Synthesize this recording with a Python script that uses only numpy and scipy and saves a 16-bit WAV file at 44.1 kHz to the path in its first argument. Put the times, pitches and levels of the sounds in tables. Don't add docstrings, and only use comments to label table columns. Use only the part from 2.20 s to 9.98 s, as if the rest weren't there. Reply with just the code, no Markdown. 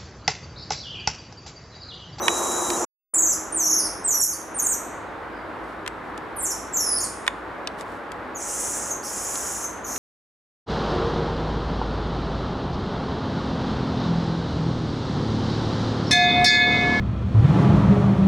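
import sys
import numpy as np
from scipy import signal
from scipy.fft import rfft, irfft, next_fast_len
from scipy.io import wavfile
from scipy.ndimage import map_coordinates

SR = 44100
rng = np.random.default_rng(int(sys.argv[2]) if len(sys.argv) > 2 else 0)


def waveform_to_disk(signal):
    frames = np.transpose(np.atleast_2d(signal))
    scaled = np.clip(frames, -1, 1) * 32767
    samples = np.round(scaled).astype(np.int16)
    wavfile.write(sys.argv[1], SR, samples)


N = 343098
TIME = np.arange(N) / SR
GAP_START_S, GAP_END_S = .648, .939

# (pitch [Hz], gain [dB])
VOICE_STRENGTH = [(4000, 0), (5300, -2.5), (6800, 0.5), (8500, -3.5), (12500, -5.5)]


def amp(db):
    return 10 ** (np.asarray(db) / 20)


def unit(x):
    return x / np.sqrt(np.mean(x ** 2) + 1e-20)


def along(points, hz):
    f, v = np.transpose(points)
    return np.interp(np.log(hz + 1), np.log(f + 1), v)


def during(start_s, end_s):
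    return TIME[(TIME >= start_s) & (TIME < end_s)]


def gate(start_s, end_s, ramp_s):
    return np.clip(np.minimum(TIME - start_s, end_s - TIME) / ramp_s + .5, 0, 1)


def arch(t, start_s, length_s):
    return -np.clip(2 * (t - start_s) / length_s - 1, -1, 1) ** 2


def wobble(rate_hz, t=TIME):
    return map_coordinates(rng.standard_normal(int(N * rate_hz / SR) + 4), [t * rate_hz])


def filtered(x, response):
    m = next_fast_len(N + 8192)
    return irfft(rfft(x, m) * response(np.fft.rfftfreq(m, 1 / SR)), m)[..., :N]


def coloured(x, spectrum):
    return filtered(x, lambda hz: amp(along(spectrum, hz)))


def rush(spectrum):
    # (frequency [Hz], correlation [1])
    likeness = [(60, 0.92), (150, 0.91), (380, 0.75), (950, 0.83), (2380, 0.6), (5980, 0.77), (15000, 0.33)]

    def mid_side_gains(hz):
        angle = np.arccos(np.clip(along(likeness, hz), -1, 1)) / 2
        return amp(along(spectrum, hz)) * [np.cos(angle), np.sin(angle)]

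    mid, side = filtered(rng.standard_normal((2, N)), mid_side_gains)
    return unit(np.array([mid + side, mid - side]))


def foliage(early_db=-27.5, late_db=-34.5, drone_hz=56):
    # (frequency [Hz], relative density [dB])
    early_spectrum = [(15, -67), (25, -39.5), (45, -23.5), (85, -19.5), (124, -28.5), (227, -14),
                      (303, -14.5), (343, -4), (381, -11), (510, -12.5), (1100, -10.5), (2190, -30.5),
                      (3600, -41.5), (4680, -62), (7920, -120)]
    late_spectrum = [(70, -43), (120, -16.5), (200, -8), (310, -3), (600, -5), (1000, -4), (1450, -6.5),
                     (2000, -13.5), (2800, -24), (3800, -29), (6000, -42), (10000, -47.5), (14500, -60.5),
                     (15800, -62)]
    rumble_spectrum = [(18, -45), (30, -21.5), (42, -7), (55, 0.5), (75, -4.5), (97, -0.5), (130, -12),
                       (170, -8), (260, -46)]
    # (time [s], gain [dB])
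    dip = [(1.0, -1.5), (2.015, -2), (2.03, -10.5), (2.15, -4.5), (2.42, -0.5)]
    early = amp(early_db) * rush(early_spectrum)
    late = amp(late_db + np.interp(TIME, *np.transpose(dip))) * rush(late_spectrum)
    drone = amp(-56 + 1.46 * wobble(3.9)) * np.sin(2 * np.pi * drone_hz * TIME)
    rumble = amp(-51) * rush(rumble_spectrum)
    return np.where(TIME < GAP_END_S, early, late + rumble + drone) * amp(.423 * wobble(6.5))


def hum(arch_db=3.5):
    # (start [s], length [s], pitch [Hz], level [dB])
    swells = [(0, 0.75, 347, -34.5), (0.947, 0.14, 319, -36), (1.164, 0.1, 321, -38.5),
              (1.32, 0.36, 319, -36), (1.7, 2.8, 319.1, -47.5), (5.3, 1.86, 573, -46),
              (5.5, 1.6, 830, -45.5), (7.62, 0.25, 265.4, -42.5)]
    out = np.zeros(N)
    for start, length, hz, db in swells:
        phase = 2 * np.pi * np.cumsum(hz + 4 * wobble(30)) / SR
        level_db = db + arch_db * arch(TIME, start, length) + 1.7 * wobble(23)
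        out += amp(level_db) * np.sin(phase) * gate(start, start + length, .032)
    return out


def forest_echo(x, near_db=5.5, near_s=.034):
    # (frequency [Hz], t60 [s])
    decay = [(1000, 0.299), (6000, 0.57), (10000, 0.52), (15000, 0.33)]
    # (frequency [Hz], side gain [dB])
    width = [(2000, 1.5), (6000, -12), (9000, -10.5), (12000, -1.5)]
    hz, t, bins = signal.stft(rng.standard_normal((2, SR)), SR, nperseg=256)
    bins *= amp(-60 * t / along(decay, hz)[:, None] + near_db * np.exp(-t / near_s))
    bins[1] *= amp(along(width, hz))[:, None]
    tail = signal.istft(bins, SR, nperseg=256)[1]
    mid, side = signal.fftconvolve(x[None], tail / np.linalg.norm(tail[0]), axes=1)[:, :N]
    return np.array([mid + side, mid - side])


def voice(t, pitch_hz, db, octave_db, hoarse, ramp_s=.0021):
    # (frequency [Hz], gain [dB])
    throat = [(3800, -21), (5000, -4.5), (6000, -0.5), (7500, 1), (10000, 4), (11500, -5.5), (13000, -8),
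              (16000, -19)]
    pitch_hz = pitch_hz * (1 + .005 * wobble(130, t))
    jitter = hoarse * (wobble(500, t) + wobble(2500, t))
    phase = 2 * np.pi * np.cumsum(pitch_hz * (1 + jitter)) / SR
    fundamental = amp(along(throat, pitch_hz))
    thinning_db = 3.5 * np.maximum(pitch_hz - 5800, 0) / 1000
    octave = amp(along(throat, 2 * pitch_hz) + octave_db - thinning_db) * (2 * pitch_hz < SR / 2)
    tone = (fundamental * np.sin(phase) + octave * np.sin(2 * phase)) / np.hypot(fundamental, octave)
    ramps = np.clip(np.minimum(t - t[0], t[-1] - t) / ramp_s, 0, 1)
    shimmer_db = 2 * wobble(300, t) + 1.67 * wobble(70, t)
    out = np.zeros(N)
    out[round(t[0] * SR):][:len(t)] = np.sqrt(2) * tone * ramps * amp(db + shimmer_db)
    return out


def note(start_s, length_s, from_hz, to_hz, db, hoarse, octave_db):
    t = during(start_s, start_s + length_s)
    level_db = db + 5 * arch(t, start_s, length_s)
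    return voice(t, np.linspace(from_hz, to_hz, len(t)), level_db, octave_db, hoarse)


def screeches(split_hz=8320):
    # (start [s], length [s], from [Hz], to [Hz], relative level [dB], pitch scatter [1])
    edge_notes = [ (.004, .028, 5840, 6270, -33.5, 0.0045), (6.146, 0.036, 6900, 6050, -36, .006),
                  (6.702, .028, 6750, 6080, -29.5, 0.013), (6.828, .07, 5220, 6080, -39, .06),
                  (7.43, 0.034, 6470, 6130, -32, .01), (7.636, .028, 7090, 5790, -37, .016), ]
    # (start [s], end [s], lower attack [s], lower formant gain [dB], upper formant gain [dB],
    # upper swell [dB])
    rasps = [(0.017, 0.657, 0.011, -28.5, -36.5, 5.5), (6.176, 6.722, 0.0089, -32.5, -32, 9.5),
             (6.829, 7.452, 0.015, -32, -37, 3.5), (7.655, 7.808, .008, -30, -41.5, 0.5)]
    # (frequency [Hz], relative density [dB])
    spectra = [
        [(2530, -27), (4300, -24.5), (4740, -31), (5000, -20), (5680, -11.5), (6060, -4.5), (6570, -7),
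         (7080, -0.5), (8680, -19), (9310, -13.5), (12100, -23.5), (14500, -29.5), (15500, -42.5)],
        [(2530, -13), (4300, -18), (4660, -16), (6060, 5.5), (7240, 6.5), (8320, -1.5), (8640, -4),
         (9880, -6.5), (10500, -10), (11600, -22), (13200, -21), (14500, -21.5), (15500, -28.5)],
        [(2530, -20), (4300, -22.5), (4810, -20), (5270, -10), (5930, -3.5), (7040, 2), (8590, -7),
         (9980, -4.5), (10600, -7), (11600, -14.5), (14200, -17), (15200, -22), (15500, -33.5)],
        [(2530, -61), (4300, -30), (4640, -44), (5190, -23), (6460, -8), (8060, -22), (12000, -8.5),
         (14800, -24), (15200, -42.5), (15500, -61.5)],
    ]
    rasp = np.zeros(N)
    for (start, end, attack, low_db, high_db, swell_db), spectrum in zip(rasps, spectra):
        noise = coloured(rng.standard_normal(N), spectrum)
        below = filtered(noise, lambda hz: 1 / (1 + (hz / split_hz) ** 12))
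        low = unit(below * amp(2.5 * wobble(600) + 1.3 * wobble(70)))
        high = unit((noise - below) * amp(2.5 * wobble(600) + 1.3 * wobble(70)))
        effort = arch(TIME, start, end - start)
        onset = 1 - np.exp(-np.maximum(TIME - start, 0) / attack)
        low *= amp(low_db + 2 * effort) * onset
        high *= amp(high_db + swell_db * effort)
        rasp += (low + high) * gate(start, end, .03)
    notes = sum(note(*row, octave_db=-7.5) for row in edge_notes)
    call = amp(-6) * rasp + amp(-1.5) * notes
    return (call + amp(3) * forest_echo(call)) * amp([[-.4], [.4]])


def bird(start_s=.026, length_s=.53, pitch_hz=3900, db=-37.5, fade_db_per_s=9):
    phase = 2 * np.pi * np.cumsum(pitch_hz + 11 * wobble(50) + 8 * wobble(9)) / SR
    level_db = db - fade_db_per_s * (TIME - start_s) + 1.2 * wobble(11)
    tone = np.sqrt(2) * amp(level_db) * np.sin(phase) * gate(start_s, start_s + length_s, .0066)
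    return tone + amp(-7) * forest_echo(tone)


def twig_ticks(crack_t60_s=.014, attack_s=.00045, ear_phase_rad=.67):
    # (time [s], peak [dB], ring pitch [Hz], ring weight [dB], crack weight [dB], left-right [dB])
    snaps = [(0.0815, -4, 1865, -12, -22.5, -3), (0.5023, -15, 1810, -23, -19.5, -5),
             (3.6627, -24, 2005, -22, -37, 1), (3.6768, -16.5, 1780, -22.5, -29.5, 3),
             (3.9769, -28.5, 1890, -39, -38, 0), (5.066, -21.5, 1920, -18, -25.5, 0),
             (5.0778, -4.5, 1860, -11, -23, -2), (5.473, -14, 2993, -19, -32, 0.5),
             (5.6094, -27, 1876, -36, -38.5, 3), (5.9183, -25.5, 1695, -33, -40, 1),
             (7.155, -25.5, 3230, -30.5, -29, -4), (7.7604, -22.5, 1860, -27, -28, 2)]
    # (multiple of ring pitch [1], gain [dB], t60 [s])
    modes = [(.56, -3.5, 0.02), (.83, -4, 0.016), (1, -1.5, 0.018), (1.19, -8.5, 0.029), (1.35, -6, 0.02),
             (1.56, -5.5, 0.019), (1.84, -0.5, 0.011), (2.05, -4.5, 0.0098), (2.8, -10.5, 0.0098)]
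    out, t = np.zeros((2, N + SR)), np.arange(SR // 20) / SR
    treble = signal.butter(3, [2500, 9500], "band", fs=SR, output="sos")
    ears = np.array([[1], [-1]])
    for start, peak_db, ring_hz, ring_db, crack_db, pan_db in snaps:
        ring = 0
        for multiple, db, t60 in modes:
            phase = 2 * np.pi * (ring_hz * multiple * rng.normal(1, .013) * t + rng.random())
            ring += amp(db + rng.normal(0, 1.5) - 60 * t / t60) * np.sin(phase + ear_phase_rad * ears)
        noise = rng.standard_normal(len(t)) + .46 * ears * rng.standard_normal(len(t))
        crack = signal.sosfilt(treble, noise) * amp(-60 * t / crack_t60_s)
        snap = (amp(ring_db + 1) * ring + amp(crack_db + 10) * crack) * (1 - np.exp(-t / attack_s))
        snap /= np.abs(snap.mean(0)).max()
        out[:, round(start * SR):][:, :len(t)] += amp(peak_db + ears * pan_db / 2) * snap
    return out[:, :N] + amp(-21) * forest_echo(out[:, :N].mean(0))


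def whistle(row, octave_db, hoarse, slip_s=.0013):
    # (start [s], length [s], rate [Hz], depth [Hz])
    trills = [(0.948, 0.16, 24.77, 1250), (1.449, 0.13, 31.2, 1257), (1.889, 0.0235, 41, 630),
              (4.547, 0.059, 36.57, 1135), (4.605, .14, 46.5, 148)]
    start, length, open_hz, hold, glide, settled_hz, sag_hz_per_s, db, swell_db_per_s = row
    t = during(start, start + length)
    age = t - start
    gliding = np.maximum(age - hold, 0)
    pitch_hz = settled_hz + (open_hz - settled_hz) * np.exp(-gliding / glide) - sag_hz_per_s * age
    beat = t + slip_s * wobble(60, t)
    lift_hz = sum(depth * np.sin(np.pi * rate * (beat - s)) ** 2 * ((beat > s) & (beat < s + span))
                  for s, span, rate, depth in trills)
    pitch_hz += lift_hz
    hold_cut_db = 3 * np.exp(-gliding / .0066)
    level_db = db + swell_db_per_s * (age - length / 2) - hold_cut_db + along(VOICE_STRENGTH, pitch_hz)
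    deepest_hz = max(trill[3] for trill in trills)
    return voice(t, pitch_hz, level_db, octave_db, hoarse + .005 * lift_hz / deepest_hz)


def yip(row, hoarse, rise_db=12, fade_db=3):
    crest, rise, fall, crest_hz, end_hz, bend, db, octave_db = row
    t = during(crest - rise, crest + fall)
    before, after = np.maximum(crest - t, 0) / rise, np.maximum(t - crest, 0) / fall
    pitch_hz = crest_hz * np.exp(-.2 * before) * (end_hz / crest_hz) ** (after ** bend)
    level_db = db - rise_db * before - fade_db * after + along(VOICE_STRENGTH, pitch_hz)
    return voice(t, pitch_hz, level_db, octave_db, hoarse + .003)


def whistled_calls():
    # (start [s], length [s], opening [Hz], hold [s], glide [s], settled [Hz], sag [Hz/s],
    # relative level [dB], swell [dB/s])
    whistles = [ (0.938, .14, 9890, .003, .003, 7010, 7580, -17, -10),
                (1.323, .232, 9040, .035, .032, 5557, 800, -19, 12),
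                (1.842, .175, 8130, .028, .036, 5544, 302, -18.5, -12.5),
                (2.343, 0.067, 9000, .035, .014, 5930, 500, -20.5, 101.5),
                (4.17, .048, 9290, .023, .012, 7220, 1990, -24, -120),
                (4.525, .224, 7755, .008, .028, 5760, 4097, -22, 3.5), ]
    # (whistle octave [dB], echo [dB], left-right [dB], pitch scatter [1])
    manners = [(-3.5, -4, -1, 0.0091), (-6.5, -5, -1.5, 0.0055), (-3.5, -5, -2, 0.0061),
               (2.5, -7.5, -1.5, 0.011), (-4, -1, -1.5, .014), (-2.5, -4.5, -1.5, 0.0054)]
    # (crest time [s], rise [s], fall [s], crest [Hz], end [Hz], fall exponent [1],
    # relative level [dB], octave [dB])
    yips = [ (1.092, .014, .047, 7850, 4800, 1.4, -19, -3), (1.569, .015, .042, 6450, 4750, .85, -17.5, -5),
            (1.652, 0.037, 0.021, 5530, 4055, 2.2, -21.5, -5),
            (2.006, .003, 0.014, 8130, 7900, 2, -17.5, -9.5),
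            (2.015, .003, .029, 7250, 5050, 1.7, -12.5, 4), (2.098, .035, 0.042, 6710, 4450, 1.3, -22, -3),
            (2.426, .011, .05, 9890, 6430, 0.94, -16, 1.5),
            (2.486, .011, .064, 8860, 5610, 1.1, -17.5, 2.5),
            (4.162, .002, 0.0128, 12400, 9900, 1, -31.5, -6),
            (4.229, .011, .044, 12340, 5650, .58, -24, -4.5), (4.291, .014, .034, 7410, 5160, .75, -24, -6),
            (4.762, .012, .029, 5425, 4060, 2.2, -20.5, -3),
            (4.809, 0.0092, .046, 7270, 3880, .9, -23, -2.5), ]
    # (frequency [Hz], gain [dB])
    direct_colour = [(6000, -4.5), (10800, 0.5), (12500, -7), (15000, -1)]
    echo_colour = [(4500, 1.5), (5500, -0.5), (7000, -0.5), (10000, 3), (14000, -1.5)]
    out, starts = np.zeros((2, N)), [row[0] for row in whistles]
    for k, (row, (octave_db, echo_db, pan_db, hoarse)) in enumerate(zip(whistles, manners)):
        call = whistle(row, octave_db, hoarse)
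        call += sum(yip(y, hoarse) for y in yips if np.searchsorted(starts, y[0]) == k + 1)
        direct = amp(-2) * coloured(call, direct_colour)
        echo = amp(echo_db) * forest_echo(coloured(call, echo_colour))
        out += (direct + echo) * amp([[pan_db / 2], [-pan_db / 2]])
    return out


def far_chirp(start_s=3.11):
    # (length [s], from [Hz], to [Hz], level [dB])
    glide = (0.1, 5000, 4550.5, -62)
    return forest_echo(note(start_s, *glide, hoarse=.02, octave_db=-33))


def rustles():
    # (time [s], level [dB], half length [s])
    stirs = [(3.482, -63.5, 0.0585), (3.874, -68, 0.054), (5.603, -47, 0.0147), (5.722, -57.5, .05)]
    # (frequency [Hz], relative density [dB])
    leaf_spectrum = [(1500, -22), (3000, 3.5), (6000, -1.5), (10000, -2), (15000, -17)]
    swell = sum(amp(db) * np.exp(-.5 * ((TIME - s) / half) ** 2) for s, db, half in stirs)
    return swell * unit(rush(leaf_spectrum) * amp(3.5 * wobble(530)))


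def scene():
    tamarin = whistled_calls() + screeches()
    return tamarin + bird() + far_chirp() + twig_ticks() + rustles() + hum() + foliage()


def record(dry):
    gapped = dry * (1 - gate(GAP_START_S, GAP_END_S, .0077))
    return filtered(gapped, lambda hz: hz < 15600)


dry = scene()
out = record(dry)
waveform_to_disk(out)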